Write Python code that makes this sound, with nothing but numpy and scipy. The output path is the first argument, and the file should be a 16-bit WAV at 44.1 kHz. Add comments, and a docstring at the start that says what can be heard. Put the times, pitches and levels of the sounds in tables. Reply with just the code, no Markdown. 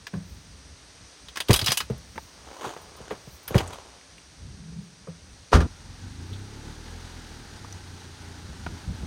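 """On a dirt track, close to a car's open boot, with thin outdoor hiss and light wind on the microphone.
Fishing rods clack and rattle onto the carpeted floor; a backpack follows with nylon rustle, jingling
zip pulls and a thud. The hinges groan, a hand pats the lid, and it slams: sheet metal rings, air booms.
Right after the slam the scene jumps to a spot some metres away, where an off-road car revs gently and
crawls past, exhaust pulsing and engine bay whirring, with ticks of stones and a few soft footsteps."""
import sys
import numpy as np
from scipy import signal
from scipy.fft import rfft, irfft, next_fast_len
from scipy.io import wavfile
from scipy.ndimage import uniform_filter1d

SR = 44100
rng = np.random.default_rng(int(sys.argv[2]) if len(sys.argv) > 2 else 0)


def materialize(psi):
    """Save the field psi as 16-bit PCM at rate SR to the path in sys.argv[1].

    A 1-D psi becomes a single channel; in a 2-D psi each row is a channel.
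    """
    bounded = np.clip(np.atleast_2d(psi).T, -1, 1)
    quanta = np.round(bounded * 32767).astype(np.int16)
    wavfile.write(sys.argv[1], SR, quanta)


N = 399678
TIME = np.arange(N) / SR
AGE = TIME[:16384]  # seconds since a blow
JUMP_S = 5.667  # from the boot to the trackside

# Modes of the rod tubes and reel. Each row: frequency in Hz, level in dB, nominal t60 in seconds.
ROD_MODES = [(1237, -7, .05), (2517, -9, 0.11), (2980, -4, 0.079), (3284, 4.5, 0.039), (3700, -7, 0.044),
             (3920, 0, 0.044), (4770, -2, 0.058), (5047, 4, 0.051), (5980, -7, 0.045), (7000, -21, 0.055),
             (8110, -1, 0.049), (9060, -7, 0.09), (9800, -15, 0.14)]
# Spectrum of a hard contact. Each row: frequency in Hz, level in dB.
CLACK_SPECTRUM = [(200, -5.5), (450, -6.5), (1200, -1), (2000, -2.5), (3300, -1), (5500, -4.5), (9000, -9),
                  (15000, -14.5)]
# Spectrum of the struck lid. 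Each row: frequency in Hz, level in dB.
LID_SPECTRUM = [(88, -30), (150, -14), (283, -7.5), (350, -15), (416, -4.5), (701, -20), (1350, -11),
                (2140, -24), (5720, -28.5), (7640, -36), (8750, -34), (10400, -47), (15000, -52)]


def undb(db):
    """Decibels to gain."""
    return np.exp(np.asarray(db) * np.log(10) / 20)


def unit(x):
    """Scale to rms 1."""
    return x / np.sqrt(np.mean(x ** 2))


def curve(rows):
    """A line through rows of time in seconds and value."""
    return np.interp(TIME, *np.transpose(rows))


def response(hz, points):
    """Gain at hz of a spectrum given as rows of frequency in Hz and level in dB."""
    f, db = np.transpose(points)
    return undb(np.interp(np.log(hz + 1e-3), np.log(f), db))


def colour(x, points):
    """Give a sound a spectrum that falls away below its first point; rms 1."""
    size = next_fast_len(len(x), True)
    hz = np.fft.rfftfreq(size, 1 / SR)
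    low_cut = np.minimum(hz / points[0][0], 1) ** 2
    return unit(irfft(rfft(x, size) * response(hz, points) * low_cut, size)[:len(x)])


def noise(points, size=N):
    """Coloured noise of rms 1."""
    return colour(rng.standard_normal(size), points)


def burst(points):
    """Coloured noise, long enough for one blow."""
    return noise(points, len(AGE))


def band(x, hz, width):
    """A resonance with gain 1 at its centre."""
    return signal.lfilter(*signal.iirpeak(hz, hz / width, fs=SR), x)


def walk(rate):
    """Smooth random wandering, with rate turns a second."""
    hold = int(SR / rate)
    steps = np.repeat(rng.standard_normal(N // hold + 1), hold)
    return 1.75 * uniform_filter1d(steps, hold)[:N]


def fade(t60, rise=0.00044):
    """Envelope of a blow: quick rise, exponential decay, top 1."""
    shape = (1 - np.exp(-AGE / rise)) * np.exp(-np.log(1000) * AGE / max(t60, .01))
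    return shape / shape.max()


def swells(rows):
    """Gain of overlapping strokes; each grows 20 dB in its rise time and dies 20 dB in its fall time."""
    power = 0
    for s, db, rise, fall in rows:
        from_peak = np.maximum((s - TIME) / rise, (TIME - s) / fall)
        power += undb(db - 20 * np.minimum(from_peak, 10)) ** 2
    return np.sqrt(power)


def ring(modes):
    """Decaying modes (Hz, dB, t60 in seconds), struck at a new spot each time; starts near rms 1."""
    tones = 0
    for hz, db, t60 in modes:
        detuned_hz = hz * (1 + 0.0097 * (rng.random() - .5))
        tones += undb(db) * fade(t60) * np.sin(2 * np.pi * (detuned_hz * AGE + rng.random()))
    return tones / np.sqrt(sum(undb(db) ** 2 for _, db, _ in modes) / 2)


def add(out, s, sound):
    """Mix a sound in at s seconds."""
    i = int(s * SR)
    out[i:i + len(sound)] += sound[:N - i]


def outdoors(hiss_db=-51, breeze_db=-57.5, eddy_db=7.0):
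    """Smooth distant hiss, and a low rumble from wind on the microphone and soft footsteps."""
    # Spectrum of the hiss. Each row: frequency in Hz, level in dB.
    hiss_spectrum = [(88, -43), (150, -2), (230, -11), (258, 3), (352, -4.5), (445, 0), (481, -3),
                     (827, -5), (1270, -5), (1660, -4.5), (2920, -7.5), (5870, -2), (7560, -12.5),
                     (8490, -7), (15500, -46)]
    # Drift of the hiss. Each row: time in seconds, gain in dB.
    hiss_drift = [(.3, -2), (1.0, 0), (3.9, -1), (4.9, -2.6), (5.6, -1.5)]
    # Low swells of rumble: wind gusts and soft footstep thumps.
    # Each row: peak time in seconds, level in dB, rise and fall in seconds.
    low_swells = [(.22, -46, 0.15, 0.41), (2.02, -48.5, 0.28, 0.44), (2.66, -48, 0.087, 0.21),
                  (4.45, -49, 1, 1), (7.68, -42.5, 0.11, 0.22), (8.49, -43, 0.049, .12),
                  (8.73, -40.5, 0.19, 0.16), (8.9, -35, 0.22, 0.21), (9.04, -37, .07, .2)]
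    rumble = noise([(48, -4), (62, 6.0), (110, -4.5), (180, -7.5), (300, -18), (1000, -42), (5000, -75)])
    hiss = noise(hiss_spectrum) * undb(hiss_db + curve(hiss_drift))
    eddies = undb(eddy_db * np.tanh(walk(15)))
    return hiss + rumble * np.hypot(swells(low_swells), undb(breeze_db)) * eddies


def tinks(gain_db=-8, width=0.32, click_db=-12):
    """Buckles and grit tick in one narrow range, with a faint broad click."""
    # Tiny contacts. Each row: start in seconds, level in dB, pitch in Hz, t60 in seconds.
    contacts = [(1.979, -45, 11400, .046), (3.478, -26, 12300, 0.073), (3.675, -31, 7600, 0.053),
                (4.011, -42, 1950, 0.026), (4.18, -36.5, 2630, 0.032), (6.329, -36, 3430, .1),
                (7.725, -28, 5700, 0.025)]
    out = np.zeros(N)
    for s, db, hz, t60 in contacts:
        white = rng.standard_normal(len(AGE))
        tone = unit(band(band(white, hz, width * hz), hz, width * hz))
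        click = undb(click_db) * burst(CLACK_SPECTRUM)
        add(out, s, undb(db + gain_db) * (tone + click) * fade(t60))
    return out


def zips(gain_db=-9, spot_db=4):
    """A metal zip pull swings against its slider and rings, a little differently each time."""
    # Swings of the pull. Each row: start in seconds, level in dB.
    jingles = [(2.816, -45), (2.965, -46), (3.43, -47), (3.479, -38)]
    # Modes of the pull. Each row: frequency in Hz, level in dB, t60 in seconds.
    pull_modes = [(9450, 1, .09), (12300, -7, .07), (15250, -4, .1)]
    out = np.zeros(N)
    for s, db in jingles:
        modes = [(hz, level + spot_db * rng.standard_normal(), t60) for hz, level, t60 in pull_modes]
        add(out, s, undb(db + gain_db) * ring(modes))
    return out


def cloth(grain_db=4, catch_db=3.0, crinkle_db=-4, folds_per_s=90, whisper_db=-85):
    """Nylon threads catch and slip, folds crinkle; lighter fabric whispers in the high treble."""
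    # Backpack strokes. Each row: peak time in seconds, level in dB, rise and fall in seconds.
    strokes = [(2.66, -39, 0.31, 0.21), (2.672, -31, 0.071, 0.059), (3.11, -47.5, 0.67, 0.23),
               (3.575, -31.5, 0.094, 0.11), (3.73, -42.5, 0.37, 0.29)]
    # Spectrum of the nylon. Each row: frequency in Hz, level in dB.
    nylon_spectrum = [(120, -26), (200, -16.5), (443, -5), (512, -7), (760, -6.5), (1150, -7),
                      (1910, -21.5), (3290, -18.5), (5260, -29), (6530, -21), (15000, -45)]
    # Sleeve and straps. Each row: peak time in seconds, level in dB, rise and fall in seconds.
    brushes = [(.304, -63, .1, 0.2), (2.23, -62, .3, .2), (2.652, -62, 0.27, 0.33), (3.352, -54, .14, .07)]
    slips = rng.standard_normal(N) * undb(grain_db * np.tanh(walk(400)) + catch_db * np.tanh(walk(60)))
    folds = (rng.random(N) < folds_per_s / SR) * rng.random(N)
    crinkle = signal.fftconvolve(folds, rng.standard_normal(len(AGE)) * fade(t60=.012))[:N]
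    rustle = colour(unit(slips) + undb(crinkle_db) * unit(crinkle), nylon_spectrum)
    brushing = swells(brushes) + undb(whisper_db + 3 * walk(8))
    whisper = noise([(6000, -20), (10000, -5), (12500, 0), (16000, 0)])
    return rustle * swells(strokes) + whisper * brushing


def knocks(body_db=-11, tick_db=-14, width=0.36):
    """Gear and stones knock dully: one broad resonance and a short tick."""
    # Light knocks. Each row: start in seconds, level in dB, pitch in Hz, t60 in seconds.
    hits = [(0.138, -29.5, 1290, 0.047), (1.505, -5.5, 415, .05), (2.158, -26, 337, 0.052),
            (2.178, -14.5, 840, .03), (2.473, -32, 920, 0.028), (2.512, -29, 685, 0.025),
            (2.64, -24, 980, 0.068), (2.764, -24.5, 820, 0.042), (3.107, -21, 1110, 0.11),
            (3.544, -10, 495, 0.032), (3.604, -13, 635, .031), (7.646, -32.5, 1210, 0.044),
            (8.663, -20, 1450, 0.037), (8.688, -31, 320, .05)]
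    out = np.zeros(N)
    for s, db, hz, t60 in hits:
        push = burst([(200, 12.0), (2000, -6), (8000, -12)])
        body = unit(band(push, hz, width * hz)) * fade(t60, rise=0.00097)
        tick = burst([(300, 12.5), (900, -1.0), (1700, 3.5), (3000, -7.5), (12000, -30.5)]) * fade(t60)
        add(out, s, undb(db) * (undb(body_db) * body + undb(tick_db) * tick))
    return out


def palm(start_s=5.071, db=-33.5, hz=490, width=0.17):
    """A hand lands on the lid: a soft, hollow pat on sheet metal."""
    out = np.zeros(N)
    pat = unit(band(burst(LID_SPECTRUM), hz, width * hz))
    add(out, start_s, undb(db) * pat * fade(t60=0.065, rise=.002))
    return out


def hinges(slips_per_s=120):
    """Uneven slips in the hinges shake the low modes of the lid as it is pulled down."""
    # Pulls on the lid. Each row: peak time in seconds, level in dB, rise and fall in seconds.
    pulls = [(4.69, -41, 0.24, .34), (4.785, -33.5, 0.055, .08)]
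    # Groaning modes. Each row: frequency in Hz, half the filter width in Hz, level in dB.
    modes = [(124, 8.3, -7), (155, 5.6, -0.5), (168.6, 7.8, 1.5), (197.6, 5.2, -4), (413, 25, -24)]
    slips = (rng.random(N) < slips_per_s / SR) * rng.standard_normal(N)
    groan = sum(undb(db) * band(band(slips, hz, 2 * half), hz, 2 * half) for hz, half, db in modes)
    running_rms = np.sqrt(uniform_filter1d(groan ** 2, SR // 20) + 1e-12)
    return groan / running_rms * swells(pulls)


def reel_rattle(taps_per_s=260, ring_db=-17, gain_db=-2):
    """Loose reel parts chatter at random against the tubes as the rods settle."""
    # Flurries of taps. Each row: peak time in seconds, level in dB, rise and fall in seconds.
    flurries = [(1.545, -31, 0.066, 0.079), (1.7, -29.5, 0.077, 0.095)]
    clicks = (rng.random(N) < taps_per_s / SR) * (rng.random(N) - .5)
    tap = burst(CLACK_SPECTRUM) * fade(t60=0.014) + undb(ring_db) * ring(ROD_MODES)
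    return unit(signal.fftconvolve(clicks, tap)[:N]) * swells(flurries) * undb(gain_db)


def floor_thuds(rumble_db=-26, sink_s=0.0041):
    """The carpeted floor gives and the boot rumbles; harder loads ring higher modes and rustle more."""
    # Soft loads on floor and body. Each row: start in seconds, level in dB, main ring in Hz,
    # nominal t60 in seconds, hardness in dB per octave.
    loads = [(0.131, -26.5, 190, .28, -22), (0.148, -28.5, 164, 0.26, -14), (1.493, -7.5, 116, 0.088, 1.5),
             (1.524, -17.5, 64, 0.12, -2), (1.616, -22.5, 106.6, 0.1, -5), (1.681, -26.5, 128, .1, -2),
             (1.898, -22, 126.3, .12, 3.5), (2.656, -39.5, 123, .12, 3), (3.002, -38, 119, 0.052, 6.5),
             (3.11, -23.5, 121.6, 0.1, 22), (3.27, -37.5, 127, 0.048, 2), (3.506, -25.5, 124, 0.039, 7),
             (3.548, -7, 118, 0.063, -0.5), (3.608, -33.5, 89.7, 0.38, -4), (5.08, -32, 166.6, 0.18, -16)]
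    # Floor modes. Each row: multiple of the main ring, level in dB, multiple of the load's t60.
    modes = [(.53, -11, 1.67), (1, 1, 1.04), (1.7, -5.5, .8), (2.6, -14.5, 0.23), (3.6, -9.5, 0.39)]
    out = np.zeros(N)
    for s, db, hz, t60, hardness in loads:
        gains = undb([level + hardness * np.log2(max(ratio, 1)) for ratio, level, _ in modes])
        for gain, (ratio, _, share) in zip(gains / gains.max(), modes):
            tone = np.sin(2 * np.pi * ratio * hz * AGE) * fade(share * t60, rise=0.0033)
            add(out, s + sink_s / ratio, undb(db) * gain * tone)  # low modes start later
        rustle = burst([(200, 1.5), (450, 4.0), (800, -5.5), (1400, -14), (3000, -21.5), (12000, -36.5)])
        rustle *= undb(-12 + 0.23 * min(hardness, 0)) * fade(t60=0.12, rise=0.0031)
        rumble = burst([(50, -12), (110, -5), (250, -18), (600, -15), (2000, -27), (8000, -70)])
        rumble *= undb(rumble_db) * fade(t60=.42, rise=0.014)
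        add(out, s, undb(db) * (rustle + rumble))
    return out


def rod_clacks(crack_db=-12, echo_db=-26, ring_db=-15.5, focus_db=7, spot_db=5,
               bounce_db=-14, bounce_s=.009, release_s=1.55):
    """Hard tubes collide: a short crack, ringing walls, a quick echo from the boot and a weaker bounce."""
    # Rods, reel and buckles hitting. Each row: start in seconds, level in dB, brightness in dB,
    # emphasised frequency in Hz.
    contacts = [(0.0675, -23.5, -34, 1690), (1.284, -31, -32, 3330), (1.3571, -22.5, -30, 1100),
                (1.3706, -17, -23, 1820), (1.4024, -13.5, -22, 3360), (1.4845, -21, -9, 3060),
                (1.507, -8, -21, 990), (1.5299, -16.5, 0.5, 4940), (1.5392, -8, -11, 3130),
                (1.56, -15.5, -2.5, 3320), (1.5905, -16.5, -10, 3100), (1.6133, -16, -20, 4570),
                (1.6427, -22.5, -7, 3270), (1.6603, -16, -5, 5130), (1.6694, -12, -22, 2920),
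                (1.6797, -11, -37, 3200), (1.705, -14, -26, 5130), (1.718, -8.5, -11.5, 5840),
                (1.772, -16.5, 1, 2930), (1.8029, -14, -24, 1340), (3.479, -26, -17, 1790),
                (3.579, -15.5, -17, 2900), (3.6054, -30, -24, 1340), (3.73, -30, -16, 1260)]
    out = np.zeros(N)
    for s, db, brightness, hz in contacts:
        sustain = .6 if s < release_s else 1  # the hand damps the rods until it lets go
        # The contact point frees some modes and damps others.
        offsets_db = spot_db * rng.standard_normal(len(ROD_MODES))
        tubes = ring([(f, level + offset, sustain * t60 * undb(np.clip(offset, -6, 2)))
                      for (f, level, t60), offset in zip(ROD_MODES, offsets_db)])
        crack = undb(crack_db) * fade(t60=0.035, rise=0.0015)
        echo = undb(echo_db) * fade(t60=sustain * 0.12, rise=0.0076)
        hit = burst(CLACK_SPECTRUM) * (crack + echo) + undb(ring_db) * tubes
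        hit += (undb(focus_db) - 1) * band(hit, hz, hz / 4)
        treble_db = 0.77 * (brightness + 15)  # harder contact is brighter
        hit += (undb(treble_db) - 1) * band(hit, hz=11500, width=8300)
        add(out, s, undb(db) * hit)
        add(out, s + bounce_s * (.5 + rng.random()), undb(db + bounce_db) * hit)
    return out


def engine(cruise_hz=30, exhaust_db=-47.0, bay_db=-52.0, nearing_db_per_s=1.15, uneven_db=1.7):
    """Some metres off, firing pulses ring the exhaust; the nearing engine bay whirrs and throbs in step."""
    # Engine speed. Each row: time in seconds, firings a second.
    firing_rate = [(5.7, 20.8), (5.9, 21.7), (6.1, 24), (6.31, 31.5), (6.64, 36.5), (6.86, 40.4),
                   (7.08, 43.2), (7.83, 30.0), (8.69, 27.5), (8.81, 30.3), (9.05, 27.8)]
    # Exhaust resonances. Each row: frequency in Hz, level in dB.
    exhaust_spectrum = [(20, -14), (29, -11), (42, 2), (58, -10.5), (80, -1), (95, 6.5), (112, -5.5),
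                        (140, -8.5), (180, -11.5), (210, -11), (258, -11), (290, -19.5), (330, -14),
                        (365, -23.5), (405, -13), (460, -23.5)]
    # Whirr of the engine bay. Each row: frequency in Hz, level in dB.
    bay_spectrum = [(60, -2), (150, -3.5), (280, 1), (420, -4), (620, -9.5), (850, 0), (1100, -8),
                    (1500, -2.5), (2400, -11.5), (4000, -8.5), (7000, -14), (15000, -33.5)]
    speed = uniform_filter1d(curve(firing_rate), SR // 6)
    revs = np.log2(speed / cruise_hz)  # octaves above cruising speed
    throttle = np.clip(np.gradient(revs) * SR, -1, 1)  # octaves gained per second
    hz = speed * (1 + 0.0018 * walk(12))
    phase = 2 * np.pi * np.cumsum(hz) / SR
    on = TIME > JUMP_S
    exhaust = np.zeros(N)
    for k in range(1, 15):
        flutter = 1 + 0.2 * min(k / 6, 1) * walk(18)[on]  # firings differ, most in the overtones
        harmonic = np.sin(k * phase[on] + 2 * np.pi * rng.random())
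        exhaust[on] += response(k * hz[on], exhaust_spectrum) * flutter * harmonic
    exhaust *= undb(exhaust_db + 8 * revs + 4 * throttle + uneven_db * walk(30))
    bay_gain = undb(bay_db + 5 * revs + nearing_db_per_s * (TIME - JUMP_S) + .5 * walk(20))
    throb = 1 + 0.14 * np.cos(phase)
    return exhaust + noise(bay_spectrum) * throb * bay_gain


def lid_slam(clash_db=-8.7, sheet_db=-19.0, boom_db=-1, latch_db=-8, body_db=-23):
    """Close up, sheet metal clashes and rings, the latch snaps, trapped air booms and the body shudders."""
    # The lid meets latch and seal. Each row: start in seconds, level in dB, t60 in seconds.
    blows = [(5.518, -21, 0.16), (5.526, -15, 0.086), (5.5305, -7.5, 0.11), (5.538, -10, 0.17),
             (5.549, -12, 0.15), (5.603, -17, 0.14)]
    # Sheet metal modes. Each row: frequency in Hz, level in dB, nominal t60 in seconds.
    sheet_modes = [(279.5, -3.5, 0.61), (410, 0, 0.28), (604, -9, 0.36), (771, -10, 0.55), (906, -17, 0.56),
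                   (996, -11, 0.45), (1190, -1.5, 0.2), (1320, -22, 0.22), (1404, -15.5, 0.79),
                   (1544, -11, 0.26), (1736, -20, 0.33), (1840, -13.5, 0.37)]
    # Air in the boot and body. Each row: start in seconds, frequency in Hz, level in dB, t60 in seconds.
    air_modes = [(5.54, 61.2, -11, .36), (5.542, 83, -10, 0.4), (5.534, 42.5, -20, 0.34),
                 (5.543, 150, -27, 0.24), (5.558, 165, -21.5, .4), (5.547, 250, -24, 0.39)]
    out = np.zeros(N)
    for s, db, t60 in blows:
        clash = burst(LID_SPECTRUM) * fade(t60, rise=0.00078)
        sheet = ring([(hz, level, 0.86 * decay) for hz, level, decay in sheet_modes])
        add(out, s, undb(db) * (undb(clash_db) * clash + undb(sheet_db) * sheet))
    latch = ring([(706, -0.75, 0.013), (950, 1, 0.01), (1360, -3.7, 0.024)])
    add(out, blows[2][0], undb(latch_db) * latch)  # on the hardest blow
    for s, hz, db, t60 in air_modes:
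        add(out, s, undb(db + boom_db) * np.sin(2 * np.pi * hz * AGE) * fade(t60, rise=0.0042))
    shudder = burst([(45, -9), (70, -14), (130, 1), (300, -7.5), (600, -15.5), (3000, -65)])
    add(out, air_modes[0][0], undb(body_db) * shudder * fade(t60=0.47, rise=0.014))
    return out


def scene():
    """One microphone, first at the boot, then beside the track."""
    foreground = rod_clacks() + reel_rattle() + zips() + tinks() + floor_thuds() + knocks()
    foreground = foreground + palm() + lid_slam() + hinges() + cloth()
    trackside = np.clip((TIME - JUMP_S) / .003, 0, 1)
    # The slam's tail ends at the jump; the gate reopens for the stones and grit.
    gate = np.where(TIME < JUMP_S + .5, 1 - trackside, 1)
    return (foreground * gate + engine() * trackside + outdoors())[None]


def record(dry, bottom_hz=28, top_hz=15900):
    """The microphone drops the deepest bass and has two narrow dips in the treble; the top is cut."""
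    # Treble dips. Each row: centre in Hz, width in Hz, gain in dB.
    notches = [(5345, 156, -28), (7500, 400, -24)]
    dry = signal.sosfilt(signal.butter(2, bottom_hz, "high", fs=SR, output="sos"), dry)
    for hz, width, db in notches:
        dry = dry - (1 - undb(db)) * band(dry, hz, width)
    return signal.sosfilt(signal.ellip(10, .2, 80, top_hz, fs=SR, output="sos"), dry)


dry = scene()
out = record(dry)
materialize(out)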